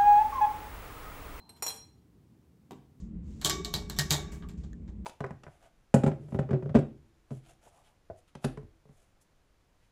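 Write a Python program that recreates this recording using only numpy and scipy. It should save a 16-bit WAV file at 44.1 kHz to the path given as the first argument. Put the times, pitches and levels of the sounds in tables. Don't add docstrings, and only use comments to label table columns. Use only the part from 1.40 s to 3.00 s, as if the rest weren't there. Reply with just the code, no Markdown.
import sys
import numpy as np
from scipy import signal
from scipy.fft import rfft, irfft
from scipy.io import wavfile

SR = 44100
rng = np.random.default_rng(int(sys.argv[2]) if len(sys.argv) > 2 else 0)


def to_wav(s):
    ch = np.atleast_2d(s).T
    pcm = np.round(np.clip(ch, -1, 1) * 32767)
    wavfile.write(sys.argv[1], SR, pcm.astype(np.int16))


N = 70560

# start in seconds, place on the flask, ring gain in dB,
# brightness in dB per octave, ring length as a factor, knock gain in dB.
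ROD_HITS = [(0.001, "neck", -35, -15.5, 1.44, -40), (0.0923, "neck", -15, 6, 1.5, -18.5),
            (0.2233, "base", 1, 0.5, 0.9, 1.5), (0.2638, "heel", 2.5, 0.5, 0.7, -1.5),
            (0.2798, "neck", 1, -2.5, 0.8, -9.5), (0.2805, "heel", -4.5, 6.5, 1.22, -17),
            (0.2955, "heel", -7.5, -4.5, 0.78, -7.5), (0.3044, "heel", -7, -7, 0.57, -9),
            (0.3425, "neck", -21, 21, 0.67, -16), (0.361, "base", -23, 1, 0.94, -23)]
# pitch in Hz, t60 in seconds, relative dB.
HOLLOW_MODES = [(436.4, 0.16, -48), (788.5, .14, -47), (954, .11, -54), (999, .11, -48.5),
                (2458, .06, -47.5)]
HIT_RISE_S = 0.00037

def rod_clinks():
    out, t = np.zeros(N), np.arange(SR // 2) / SR
    attack = 1 - np.exp(-t / HIT_RISE_S)
    for start, place, ring_db, brightness, length, knock_db in ROD_HITS:
        chime = amp(ring_db) * glass_ring(t, place, brightness, length)
        body = amp(knock_db) * (knock(t) + ring(t, HOLLOW_MODES))
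        add(out, start, (chime + body) * attack)
    return out


GLASS_MODES = {3281: (.25, -62, -49.5, -70), 4075: (0.17, -55, -53.5, -47.5),
               4112: (0.13, -43, -43.5, -31.5), 4581: (.2, -67.5, -65, -71), 5437: (.12, -63, -54, -73.5),
               5625: (0.2227, -34.5, -32.5, -56), 5735: (0.17, -49, -43, -68),
               6040: (0.07, -72, -47.5, -87.5), 6628: (0.0961, -62, -48.5, -75.5),
               6840: (.15, -59.5, -51, -68), 6995: (0.16, -35.5, -41, -64.5), 7375: (.11, -77, -46.5, -72),
               7483: (.12, -45, -52, -72.5), 7805: (.15, -48, -41.5, -64), 8440: (.1, -41, -54.5, -59.5),
               8505: (0.06, -47.5, -53, -37), 8842: (.08, -49, -64, -66), 9235: (0.12, -36, -41.5, -66),
               9285: (.07, -53.5, -50, -72.5), 9743: (.13, -56.5, -50, -71),
               10580: (.13, -81.5, -56.5, -77.5), 11150: (0.15, -45.5, -64, -61.5),
               11330: (.09, -44.5, -53.5, -52.5), 11470: (.08, -51, -56, -71), 11845: (.1, -51, -50.5, -67),
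               12556: (.08, -44.5, -42.5, -72), 12710: (.08, -60, -69, -76), 13200: (.07, -42, -51.5, -76),
               13520: (.07, -64, -55.5, -72), 14236: (.12, -58.5, -49, -73), 14630: (.11, -43, -67, -80),
               15080: (.05, -46, -57, -78)}
BRIGHT_PIVOT_HZ = 6000

def glass_ring(t, place, brightness, length):
    hz = np.array(list(GLASS_MODES))
    t60, base_db, heel_db, neck_db = np.transpose(list(GLASS_MODES.values()))
    place_db = {"base": base_db, "heel": heel_db, "neck": neck_db}[place]
    tilt_db = brightness * np.log2(hz / BRIGHT_PIVOT_HZ)
    return ring(t, np.column_stack([hz, t60 * length, place_db + tilt_db]))


# frequency in Hz, relative level in dB.
KNOCK_SPECTRUM = [(100, -14), (250, -4.5), (450, -4), (950, 2), (1500, -5), (2500, -6.5), (3500, -8),
                  (4800, -13.5), (5500, -3.5), (6350, -22), (7200, -11), (9300, -17), (10500, -14),
                  (11400, -4), (14000, -19.5), (16000, -23.5)]

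def knock(t):
    crack = amp(-39.5) * fade(t, t60=0.0073)
    clatter = amp(-37.5) * fade(t, t60=0.089)
    return noise(KNOCK_SPECTRUM, len(t)) * (crack + clatter)


SCRAPE_START_S, SLIPS_PER_S = 0.162, 640

def rod_scrape():
    out, t = np.zeros(N), np.arange(SR // 2) / SR
    slipping = rng.random(len(t)) < SLIPS_PER_S / SR
    slips = slipping * rng.standard_normal(len(t)) * fade(t, t60=0.14)
    one_slip = amp(-44) * glass_ring(t, "base", brightness=2.5, length=1) + amp(-30) * knock(t)
    add(out, SCRAPE_START_S, signal.fftconvolve(slips, one_slip))
    return out


# start in seconds, thud level in dB, thud pitch in Hz,
# clatter level in dB, snap level in dB.
DISH_BLOWS = [(1.3087, -38, 744, -48, -42.5), (1.3181, -35.5, 408.5, -50, -47.5),
              (1.3255, -36.5, 186, -62.5, -74), (1.3306, -35, 300, -53, -68), (1.356, -43.5, 129, -67, -83)]
# frequency in Hz, relative dB.
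CLATTER_SPECTRUM = [(100, -18.5), (300, 7), (1100, -1), (1600, -12.5), (3700, -10.5), (5500, -26.5),
                    (7500, -42), (10000, -32), (12000, -27), (16000, -40)]
SNAP_SPECTRUM = [(200, 4.5), (1000, 9), (1800, -4.5), (5000, -4.5), (7500, -5.5), (9500, -12),
                 (12000, -14.5), (16000, -19)]
# pitch in Hz, t60 in seconds, level in dB.
BENCH_DISH_MODES = [(139.2, 0.83, -52), (193, 0.64, -57.5), (251.2, 0.73, -53.5), (424, 0.22, -56),
                    (583, 0.26, -63), (952, 0.095, -52), (1167, 0.17, -61.5), (2045, 0.18, -68),
                    (3680, 0.14, -66), (7610, .02, -59), (11940, 0.071, -63.5)]
BLOW_RISE_S = 0.00049

def dish_bump():
    out, t = np.zeros(N), np.arange(SR // 2) / SR
    attack = 1 - np.exp(-t / BLOW_RISE_S)
    for start, thud_db, hz, clatter_db, snap_db in DISH_BLOWS:
        thud = -amp(thud_db) * np.sin(2 * np.pi * hz * t) * fade(t, t60=0.025)
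        clatter = amp(clatter_db) * noise(CLATTER_SPECTRUM, len(t)) * fade(t, t60=0.063)
        snap = amp(snap_db) * noise(SNAP_SPECTRUM, len(t)) * fade(t, t60=0.017)
        add(out, start, (thud + clatter + snap) * attack)
    add(out, DISH_BLOWS[0][0], ring(t, BENCH_DISH_MODES) * attack)
    return out


# frequency in Hz, relative level in dB.
RUB_SPECTRUM = [(200, 8), (500, -1.5), (950, 10.5), (1350, -8), (2400, -15), (5000, -21), (15000, -49)]
RUB_DB, RUB_HOLD_S, RUB_FADE_S = -68, 0.2, 0.08

def rod_rub():
    t = np.arange(N) / SR
    envelope = np.clip(1 - (t - RUB_HOLD_S) / RUB_FADE_S, 0, 1)
    return amp(RUB_DB) * noise(RUB_SPECTRUM, N) * envelope


# frequency in Hz, t60 in seconds.
ROOM_DECAY = [(100, .5), (500, .48), (2000, 0.46), (5000, 0.42), (9000, .38), (15000, 0.24)]
PREDELAY_S, BUILD_S = 0.004, 0.003

def room_tail():
    hz, t, bands = signal.stft(rng.standard_normal(SR), SR, nperseg=256)
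    decay = fade(t, read(ROOM_DECAY, hz)[:, None])
    _, tail = signal.istft(bands * decay, SR, nperseg=256)
    tail *= np.clip((np.arange(len(tail)) / SR - PREDELAY_S) / BUILD_S, 0, 1)
    return tail / np.linalg.norm(tail)


ROOM_DB, FLUTTER_HZ = -8.5, 9

def room_reverb(direct, tails=3):
    turn = np.pi * FLUTTER_HZ * np.arange(N) / SR
    sends = [np.sqrt(2 / tails) * np.sin(turn + np.pi * k / tails) for k in range(tails)]
    return amp(ROOM_DB) * sum(signal.fftconvolve(direct * send, room_tail())[:N] for send in sends)


# frequency in Hz, relative level in dB.
VENT_SPECTRUM = [(20, -33), (35, -15.5), (55, 0.5), (85, -0.5), (160, -1.5), (300, -7.5), (420, -14),
                 (560, -23), (900, -25.5), (1400, -31.5), (3000, -36), (8000, -40.5), (15500, -42.5)]
VENT_DB = -61

def ventilation():
    return amp(VENT_DB) * noise(VENT_SPECTRUM, N)


def amp(db):
    return 10 ** (np.asarray(db) / 20)


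def read(points, hz):
    f, value = np.transpose(points)
    return np.interp(np.log(hz + 1), np.log(f + 1), value)


def add(mix, start, sound):
    part = mix[max(round(start * SR), 0):][:len(sound)]
    part += sound[:len(part)]


def fade(t, t60):
    return np.exp(-np.log(1000) * t / t60)


def noise(spectrum, size):
    gain = amp(read(spectrum, np.fft.rfftfreq(size, 1 / SR)))
    coloured = irfft(rfft(rng.standard_normal(size)) * gain, size)
    return coloured / coloured.std()


def ring(t, modes):
    hz, t60, db = np.transpose(modes)
    polarity = rng.choice([-1, 1], len(hz))
    partials = fade(t, t60[:, None]) * np.sin(2 * np.pi * hz[:, None] * t)
    return (polarity * amp(db)) @ partials


def scene():
    direct = rod_clinks() + rod_scrape() + dish_bump() + rod_rub()
    return (direct + room_reverb(direct) + ventilation())[None]


LOW_CUT_HZ, HIGH_CUT_HZ = 45.6, 15850

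def record(dry):
    low_cut = signal.butter(4, LOW_CUT_HZ, "highpass", fs=SR, output="sos")
    high_cut = signal.firwin(255, HIGH_CUT_HZ, window=("kaiser", 9), fs=SR)
    return signal.oaconvolve(signal.sosfilt(low_cut, dry), high_cut[None], "same")


dry = scene()
out = record(dry)
to_wav(out)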